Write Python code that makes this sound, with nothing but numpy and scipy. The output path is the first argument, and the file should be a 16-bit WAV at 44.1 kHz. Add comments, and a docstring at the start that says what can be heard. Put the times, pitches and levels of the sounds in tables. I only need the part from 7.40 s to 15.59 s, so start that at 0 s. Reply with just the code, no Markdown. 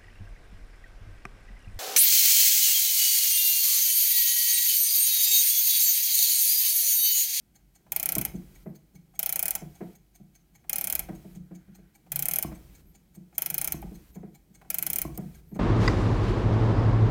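"""Winding a ship's clock

A hand gives a clock on a wooden wall six turns of its key. At each ratchet tooth the pawl strikes and
excites the modes of the brass movement, so a turn is a run of bright clicks. Between turns the fingers
let go and bump the key, and the low modes of case and wall boards thud. The escapement ticks faintly
five times a second in a small, quiet, briefly reverberant room."""
import sys
import numpy as np
from scipy import signal
from scipy.fft import rfft, irfft
from scipy.io import wavfile
from scipy.ndimage import uniform_filter1d

SR = 44100
rng = np.random.default_rng(int(sys.argv[2]) if len(sys.argv) > 2 else 0)


def store_pcm(level_fs):
    """Save levels as 16-bit WAV."""
    pcm = np.round(np.clip(level_fs, -1, 1) * 32767).astype(np.int16)
    wavfile.write(sys.argv[1], SR, np.atleast_2d(pcm).T)


N = 361179

# Each turn gathers speed, then brakes: one curve a turn. 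Each point: time in seconds, teeth per second.
TURNS = [
    [(0.5204, 21.0), (0.643, 35.9), (0.666, 30.9), (0.804, 33.6), (0.86, 19.5)],
    [(1.7925, 21.7), (1.831, 32.5), (2.011, 28.3), (2.086, 43.0), (2.16, 8.0)],
    [(3.2956, 24.2), (3.363, 40.8), (3.439, 30.9), (3.529, 41.0), (3.6, 14.1)],
    [(4.7192, 20.4), (4.761, 30.0), (4.857, 32.4), (4.953, 44.3), (5.04, 12.9)],
    [(5.9811, 25.6), (6.135, 23.9), (6.253, 35.1), (6.33, 12.1)],
    [(7.3025, 24.0), (7.463, 25.0), (7.568, 40.1), (7.63, 24.1)],
]
# The effort of each turn. Each row: click strength, weight of the hand, click brightness, all in dB.
EFFORT = [(6, -1.5, -0.5), (5.5, -9.5, 0.6), (5, -2, 0), (4, -1, 1), (5.5, -2, -0.5), (4, 0.5, 0.5)]
# The movement's many small modes, overlapping. Each row: frequency in Hz, gain in dB.
CLATTER = [(1150, -26), (2300, -16.5), (4500, -17), (6300, -10), (7900, -8.5), (10900, -1), (13600, 1.5),
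           (14300, -0.5), (15500, 1), (16400, -19.5)]
WOOD_SPREAD = 0.012  # relative scatter of the case and board frequencies from blow to blow


def gain_of(db):
    """The amplitude ratio of a level in decibels."""
    return 10 ** (np.asarray(db) / 20)


def unit(x):
    """Normalisation to an energy of 1."""
    return x / np.sqrt(np.sum(x ** 2) + 1e-20)


def read(points, hz):
    """Interpolation of a curve on a logarithmic frequency axis."""
    f, value = np.transpose(points)
    return np.interp(np.log(hz + 1), np.log(f), value)


def add(mix, s, sound):
    """Superposition: a sound joins the mix at s seconds."""
    part = mix[max(round(s * SR), 0):][:len(sound)]
    part += sound[:len(part)]


def colour(x, points, size=2048):
    """A minimum-phase filter through points of (Hz, dB), which keeps attacks sharp."""
    log_gain = np.log(gain_of(read(points, abs(np.fft.fftfreq(size, 1 / SR)))))
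    taps = np.fft.ifft(np.exp(np.conj(signal.hilbert(log_gain)))).real
    return signal.fftconvolve(x, taps[:size // 2])[:len(x)]


def noise(points):
    """Stationary noise of rms 1 whose spectrum follows points of (Hz, dB)."""
    spectrum = rfft(rng.standard_normal(N)) * gain_of(read(points, np.fft.rfftfreq(N, 1 / SR)))
    return unit(irfft(spectrum, N)) * np.sqrt(N)


def burst(t, t60, rise):
    """A noise transient of energy 1 with exponential rise and decay, both timed in seconds."""
    return unit(rng.standard_normal(len(t)) * (1 - np.exp(-t / rise)) * np.exp(-np.log(1000) * t / t60))


def swell(start, end, rise_db_per_s, fall_db_per_s):
    """An envelope that rises exponentially until start, holds at 1 until end, and decays."""
    t = np.arange(N) / SR
    return gain_of(-rise_db_per_s * np.maximum(start - t, 0) - fall_db_per_s * np.maximum(t - end, 0))


def detuned(modes, spread):
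    """Loading shifts a part's natural frequencies a little from blow to blow."""
    return [(hz * (1 + spread * rng.standard_normal()), db, t60) for hz, db, t60 in modes]


def ring(modes, t, scatter_db, build_cycles):
    """Modal response: damped sines build up, sharing the force of each blow a little differently."""
    hz, db, t60 = np.transpose(modes)[:, :, None]
    rate, build = np.log(1000) / t60, build_cycles / hz
    resonance = gain_of(db + scatter_db * rng.standard_normal(hz.shape))
    height = resonance * 2 * rate * (1 + rate * build) / SR
    sign = (-1) ** np.arange(len(hz))[:, None]
    envelope = (1 - np.exp(-t / build)) * np.exp(-rate * t)
    return (sign * height * envelope * np.sin(2 * np.pi * hz * t)).sum(0)


def ambience():
    """Background noise: the still room hums steadily at low frequencies."""
    # Each row: frequency in Hz, relative level in dB.
    spectrum = [(25, -37.5), (50, 5), (55, -3.5), (95, -15.5), (170, -5.5), (250, -17), (330, -16.5),
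                (480, -32), (800, -27.5), (1200, -63), (3000, -45)]
    return gain_of(-63) * noise(spectrum)


def escapement():
    """Each beat is a run of impacts that excite metal modes: unlocking, impulse and the louder drop."""
    # Modes of escape wheel and pallets. Each row: frequency in Hz, relative level in dB.
    wheel_modes = [(690, -3), (801.5, 1), (1600, -7), (1890, -5), (2270, 4), (3330, -7.5), (4220, -2),
                   (4680, -8), (6260, 3), (6440, 7.5), (6630, 2.5), (7080, 5), (8200, 2), (8560, 2),
                   (11870, -2), (13170, 3), (15100, 2)]
    # The contacts within a beat. Each row: time offset in seconds, relative level in dB.
    touches = [(-.0155, -17), (-.0065, -6.5), (-.0005, 1.5), (.0055, 1)]
    first_beat_s, beat_s, t60_s = 0.154, 0.19982, 0.062
    tick_db, growth_db_per_s = -37.5, 0.2
    fizz_spectrum = [(700, -5), (2000, -2), (5000, -3.5), (8600, -1.5), (10400, -1), (15000, -3.5)]
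    modes = [(hz, db, t60_s) for hz, db in wheel_modes]
    t, out = np.arange(SR // 8) / SR, np.zeros(N)
    for s in np.arange(first_beat_s, N / SR, beat_s):
        db = tick_db + growth_db_per_s * s + 0.66 * rng.standard_normal()
        for delay, touch_db in touches:
            fizz = colour(burst(t, t60=0.049, rise=0.0008), fizz_spectrum)
            slide = burst(t, t60=0.012, rise=0.0005)  # the tooth slides on the pallet: a soft attack
            response = ring(detuned(modes, spread=0.011), t, scatter_db=3, build_cycles=1)
            metal = signal.fftconvolve(slide, response)[:len(t)]
            add(out, s + delay, gain_of(db + touch_db) * (1.23 * unit(metal) + 0.75 * unit(fizz)))
    return out


def key():
    """Light impacts and friction: the key taps in its resonant socket, clinks and is brushed."""
    # The hollow resonance of the socket. Each row: frequency in Hz, relative level in dB.
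    socket = [(500, -18), (660, -8), (790, 2), (920, -12), (1600, -18), (2400, -20), (4000, -34)]
    # The key taps in the socket. Each row: start in seconds, strength in dB.
    taps = [(2.152, -19), (3.686, -21), (5.12, -24), (6.424, -16), (7.213, -26.5), (8.16, -24)]
    # The loose key touches bare metal. Each row: start in seconds, strength in dB.
    clinks = [(6.418, -20), (7.7753, -7)]
    # Fingertips whisk over the wings of the key. Each entry: time in seconds.
    grips = [1.258, 5.47, 6.72, 8.09]
    t, out = np.arange(SR // 6) / SR, np.zeros(N)
    slack = [(speed[0][0] - 0.056, -33.5) for speed in TURNS]  # a tap as the key takes up the load
    for s, db in slack + taps:
        add(out, s, gain_of(db) * unit(colour(burst(t, t60=0.045, rise=0.005), socket)))
    for s, db in clinks:
        add(out, s, gain_of(db) * colour(burst(t, t60=0.023, rise=0.00041), CLATTER))
    grip = sum(swell(s, s + 0.042, rise_db_per_s=450, fall_db_per_s=600) for s in grips)
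    whisk = noise([(9000, -34), (11800, -8), (12900, 1), (13800, -14), (16000, -26)])
    return out + gain_of(-68.5) * grip * whisk


def teeth(speed):
    """Rotation is the integral of speed: the times in seconds at which each whole tooth passes."""
    s, teeth_per_s = np.transpose(speed)
    t = np.arange(s[0], s[-1], 1 / SR)
    passed = np.cumsum(np.interp(t, s, teeth_per_s)) / SR
    return np.interp(np.arange(passed[-1]), passed, t)


def pawl_drops(first_tooth_db=1, scatter_db=0.7):
    """One impact for each tooth. Each row: time in seconds, strength in dB, brightness in dB."""
    return [(s, db + first_tooth_db * (k == 0) + scatter_db * rng.standard_normal(), bright_db)
            for speed, (db, _, bright_db) in zip(TURNS, EFFORT) for k, s in enumerate(teeth(speed))]


def landing(x, bright_db, bright_above_hz=5500, scatter_db=1.5):
    """Contact shapes the spectrum: the pawl lands a little differently on each tooth."""
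    hz = np.linspace(SR / 20, SR / 2, num=14)
    db = bright_db * (hz > bright_above_hz) + scatter_db * rng.standard_normal(len(hz))
    return colour(x, np.c_[hz, db])


def ratchet():
    """Impact excitation: the pawl scrapes over a tooth, snaps down and rebounds; the movement rings."""
    # Modes of the brass movement and case. Each row: frequency in Hz, resonance gain in dB,
    # 60 dB decay time in seconds.
    movement = [(172, -9, 0.14), (652, -10.5, 0.025), (787, -5.5, 0.085), (1344, -11, 0.087),
                (1545, -10.5, 0.065), (2096, -11, 0.015), (2286, -5, 0.039), (2456, -5, 0.05),
                (2615, -15, 0.079), (2934, -8, 0.13), (3140, -13, 0.043), (3342, -12, 0.035),
                (4190, -10, 0.045), (5126, -8.5, 0.023), (6320, -2.5, 0.017), (7270, -9, 0.027),
                (8860, -2, 0.032), (10110, 1, 0.021), (11230, 4.5, 0.0246), (12500, -2.5, 0.041),
                (13120, 3.5, 0.03), (13670, 3.5, 0.018), (15300, 4, 0.022)]
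    rattle_spectrum = [(450, -18.5), (720, -11), (1150, -21.5), (2400, -14), (4000, -24.5)]
    t, out = np.arange(SR // 6) / SR, np.zeros(N)
    plates = burst(t, t60=0.037, rise=0.0002)  # the same plates answer every tooth
    for s, db, bright_db in pawl_drops():
        snap, gap_s = np.zeros(len(t)), rng.uniform(0.0005, 0.00062)
        for k, bounce_db in enumerate([-1, 0.5, -4]):
            strength = gain_of(bounce_db + 0.7 * rng.standard_normal())
            add(snap, k * gap_s, strength * burst(t, t60=0.0022, rise=0.00006))
        snap = colour(unit(snap), [(2300, 5), (4500, -6), (10500, 3.3)])
        dense = 0.5 * (plates + burst(t, t60=0.038, rise=0.00054) + snap)
        body = ring(detuned(movement, spread=0.006), t, scatter_db=2, build_cycles=1.2)
        rattle = colour(burst(t, t60=0.09, rise=0.0026), rattle_spectrum)
        add(out, s, gain_of(db) * landing(colour(dense, CLATTER) + body + rattle, bright_db))
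        reflection = colour(body, [(3000, 4), (9000, -4.5)])  # from the open glass lid
        add(out, s + 0.006, gain_of(db - 8.5) * reflection)
        scrape = burst(t[:88], t60=0.006, rise=0.00005)[::-1]  # reversed: it grows toward the snap
        add(out, s - len(scrape) / SR, gain_of(db - 22) * colour(scrape, CLATTER))
    return out


def handling():
    """Forced vibration and friction: the hand sways the wall, the boards rub, a sleeve brushes once."""
    rub_lag_s, sway_hold_s = 0.14, 0.18
    sway, rub = np.zeros(N), np.zeros(N)
    for speed, (_, weight_db, _) in zip(TURNS, EFFORT):
        start, end = speed[0][0], speed[-1][0]
        letting_go = swell(end, end + sway_hold_s, rise_db_per_s=80, fall_db_per_s=41)
        bearing_down = swell(start + rub_lag_s, end, rise_db_per_s=72.5, fall_db_per_s=27.5)
        sway += gain_of(weight_db - 48) * letting_go
        rub += gain_of(weight_db - 50) * bearing_down
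    sway *= noise([(20, -27.5), (38, 1.5), (64, 2.5), (85, -10), (115, -13), (300, -52.5)])
    rub *= noise([(100, -17), (146, 0), (178, -0.5), (240, -14), (320, -9.5), (470, -18.5),
                  (700, -28.5), (3000, -38.5)])
    sleeve = gain_of(-75) * swell(4.13, 4.48, rise_db_per_s=108, fall_db_per_s=109)
    sleeve *= noise([(400, -25), (1550, 7), (9000, -27)])
    return sway + rub + sleeve


def bumps():
    """Key and fingertip drive the modes of the wall boards; a harder contact reaches higher modes."""
    # Each row: start in seconds, strength in dB, hardness as a low-pass corner in Hz.
    blows = [(0.762, -0.5, 725), (0.936, -2.5, 206), (1.258, -5, 405), (1.54, -17, 130), (2.213, -7.5, 487),
             (2.405, -4, 637), (2.795, -17, 170), (3.684, -4, 645), (3.843, -11.5, 367), (3.954, -7.5, 151),
             (4.107, -9, 360), (4.278, -16.5, 192), (4.382, -21, 348), (5.113, -10.5, 695),
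             (5.762, -12.5, 175), (6.432, -7.5, 273), (6.51, -12, 380), (6.756, -8, 473), (6.828, -9, 426),
             (7.094, -26, 189), (7.777, -2, 491), (7.843, -9, 160), (8.113, -7, 227), (8.152, -5, 460)]
    # Each row: frequency in Hz, relative resonance gain in dB, 60 dB decay time in seconds.
    board_modes = [(118.7, -16.5, 0.32), (145.5, -1, 0.29), (175.2, 3, 0.2), (202.3, -0.5, 0.11),
                   (315, -10, 0.099), (350.3, -10.5, 0.07), (426.5, -10, 0.077), (636.4, -11.5, 0.088),
                   (717, -12, 0.05)]
    crunch_spectrum = [(60, -19), (230, -5), (350, -7), (520, -9.5), (750, -7), (1100, -13.5),
                       (2300, -4.5), (3000, -23.5)]
    t, out = np.arange(SR // 2) / SR, np.zeros(N)
    for s, db, hard_hz in blows:
        force = gain_of(-16) * burst(t, t60=0.09, rise=0.021)  # the fingertip's push
        add(force, 0.004, np.ones(1))  # the key meets its stop
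        boards = ring(detuned(board_modes, WOOD_SPREAD), t, scatter_db=2, build_cycles=2.7)
        thud = unit(signal.fftconvolve(force, boards)[:len(t)])
        crunch = unit(colour(burst(t, t60=0.15, rise=0.0029), crunch_spectrum))
        bump = signal.lfilter(*signal.butter(2, hard_hz, fs=SR), thud + 0.92 * crunch)
        add(out, s, gain_of(db) * unit(bump))
    return out


def knocks():
    """Elastic recoil: the spring pulls the ratchet back on the pawl; the case jolts, the wall booms."""
    # Each row: start in seconds, strength in dB, hardness as a low-pass corner in Hz,
    # boom relative to the jolt in dB.
    recoils = [(0.767, -5, 1000, 1.5), (5.047, -2, 1140, -11), (6.342, -5.5, 700, -8.5),
               (7.651, -2.5, 1600, -5.5)]
    # Modes of the heavy case on its screws. Each row: frequency in Hz, relative resonance gain in dB,
    # 60 dB decay time in seconds.
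    case_modes = [(61.5, 3.5, 0.23), (140, -0.5, 0.052), (205, -5, 0.05), (327, -0.5, 0.08),
                  (680, -13, 0.034), (1086, -15, 0.028)]
    wall_hz, wall_t60_s = 130, 0.12
    t, out = np.arange(SR // 2) / SR, np.zeros(N)
    for s, db, hard_hz, boom_db in recoils:
        case = ring(detuned(case_modes, WOOD_SPREAD), t, scatter_db=2, build_cycles=0.4)
        jolt = unit(signal.lfilter(*signal.butter(2, hard_hz, fs=SR), case))
        boom = unit(ring([(wall_hz, 0, wall_t60_s)], t, scatter_db=0, build_cycles=1.3))
        add(out, s, gain_of(db) * (jolt + gain_of(boom_db) * boom))
    return out


def groans():
    """Friction drives a resonance: twice the key binds under load and the boards hum with it."""
    binding = sum(swell(start, end, rise_db_per_s=251, fall_db_per_s=249)
                  for start, end in [(4.745, 4.85), (6.11, 6.18)])
    return gain_of(-50) * binding * noise([(125, -24), (149, 0), (175, -55)])


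def room(x):
    """Reverberation: the far walls answer after a short gap, and each band decays at its own rate."""
    # Each row: frequency in Hz, reverberation time in seconds.
    decay_times = [(150, 0.24), (700, 0.31), (2500, 0.29), (6000, 0.23), (14000, 0.23)]
    hz, t, bands = signal.stft(rng.standard_normal(SR), SR, nperseg=256)
    decay = np.exp(-np.log(1000) * t / read(decay_times, hz)[:, None])
    tail = signal.istft(bands * decay, SR, nperseg=256)[1]
    arrival = np.interp(np.arange(len(tail)) / SR, [0.004, 0.022, 0.028], [0, 0.4, 1])
    tail = colour(unit(tail * arrival), [(200, -6.5), (2500, -12.5), (6000, -14), (13000, -22.5)])
    return signal.fftconvolve(x, tail)[:N]


def gated_hiss(x, threshold_db=-24, hold_s=0.385):
    """A noise gate: loud treble opens it, and the microphone's hiss is 10 dB up until the hold ends."""
    # Each row: frequency in Hz, relative level in dB.
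    spectrum = [(300, 2), (2200, 4.5), (5000, -0.5), (6600, -1), (10400, 0), (13000, 3.5), (15600, 1),
                (16000, -13.5)]
    treble = signal.lfilter(*signal.butter(2, 6000, "high", fs=SR), x)
    sample = np.arange(N)
    last_loud = np.maximum.accumulate(np.where(abs(treble) > gain_of(threshold_db), sample, -N))
    held = (sample - last_loud) / SR < hold_s
    openness = uniform_filter1d(held.astype(float), size=600)
    return noise(spectrum) * gain_of(-75 + 10 * openness)


def housing(x, dip_db=-9, relative_width=0.016):
    """Notch filtering: the microphone in its housing has narrow dips in its frequency response."""
    # Each entry: centre frequency in Hz.
    centres = [1150, 1770, 2780, 3570, 10350]
    hz = np.geomspace(20, SR / 2, num=600)
    dips = sum(np.exp(-(np.log(hz / centre) / relative_width) ** 2) for centre in centres)
    return colour(x, np.c_[hz, dip_db * dips])


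def scene():
    """Superposition of the clock, its reverberation, the hand and the room's background, in mono."""
    clock = ratchet() + knocks() + bumps() + key() + escapement()
    return (clock + room(clock) + handling() + groans() + ambience())[None]


def record(dry):
    """Faint gated hiss is added, narrow dips colour the sound, and a low-pass cuts the highest treble."""
    edge_hz = 16650
    picked_up = housing(dry[0] + gated_hiss(dry[0]))
    low_pass = signal.firwin(161, edge_hz, window=("kaiser", 7), fs=SR)
    return signal.oaconvolve(picked_up[None], low_pass[None], "same")


dry = scene()
out = record(dry)
store_pcm(out)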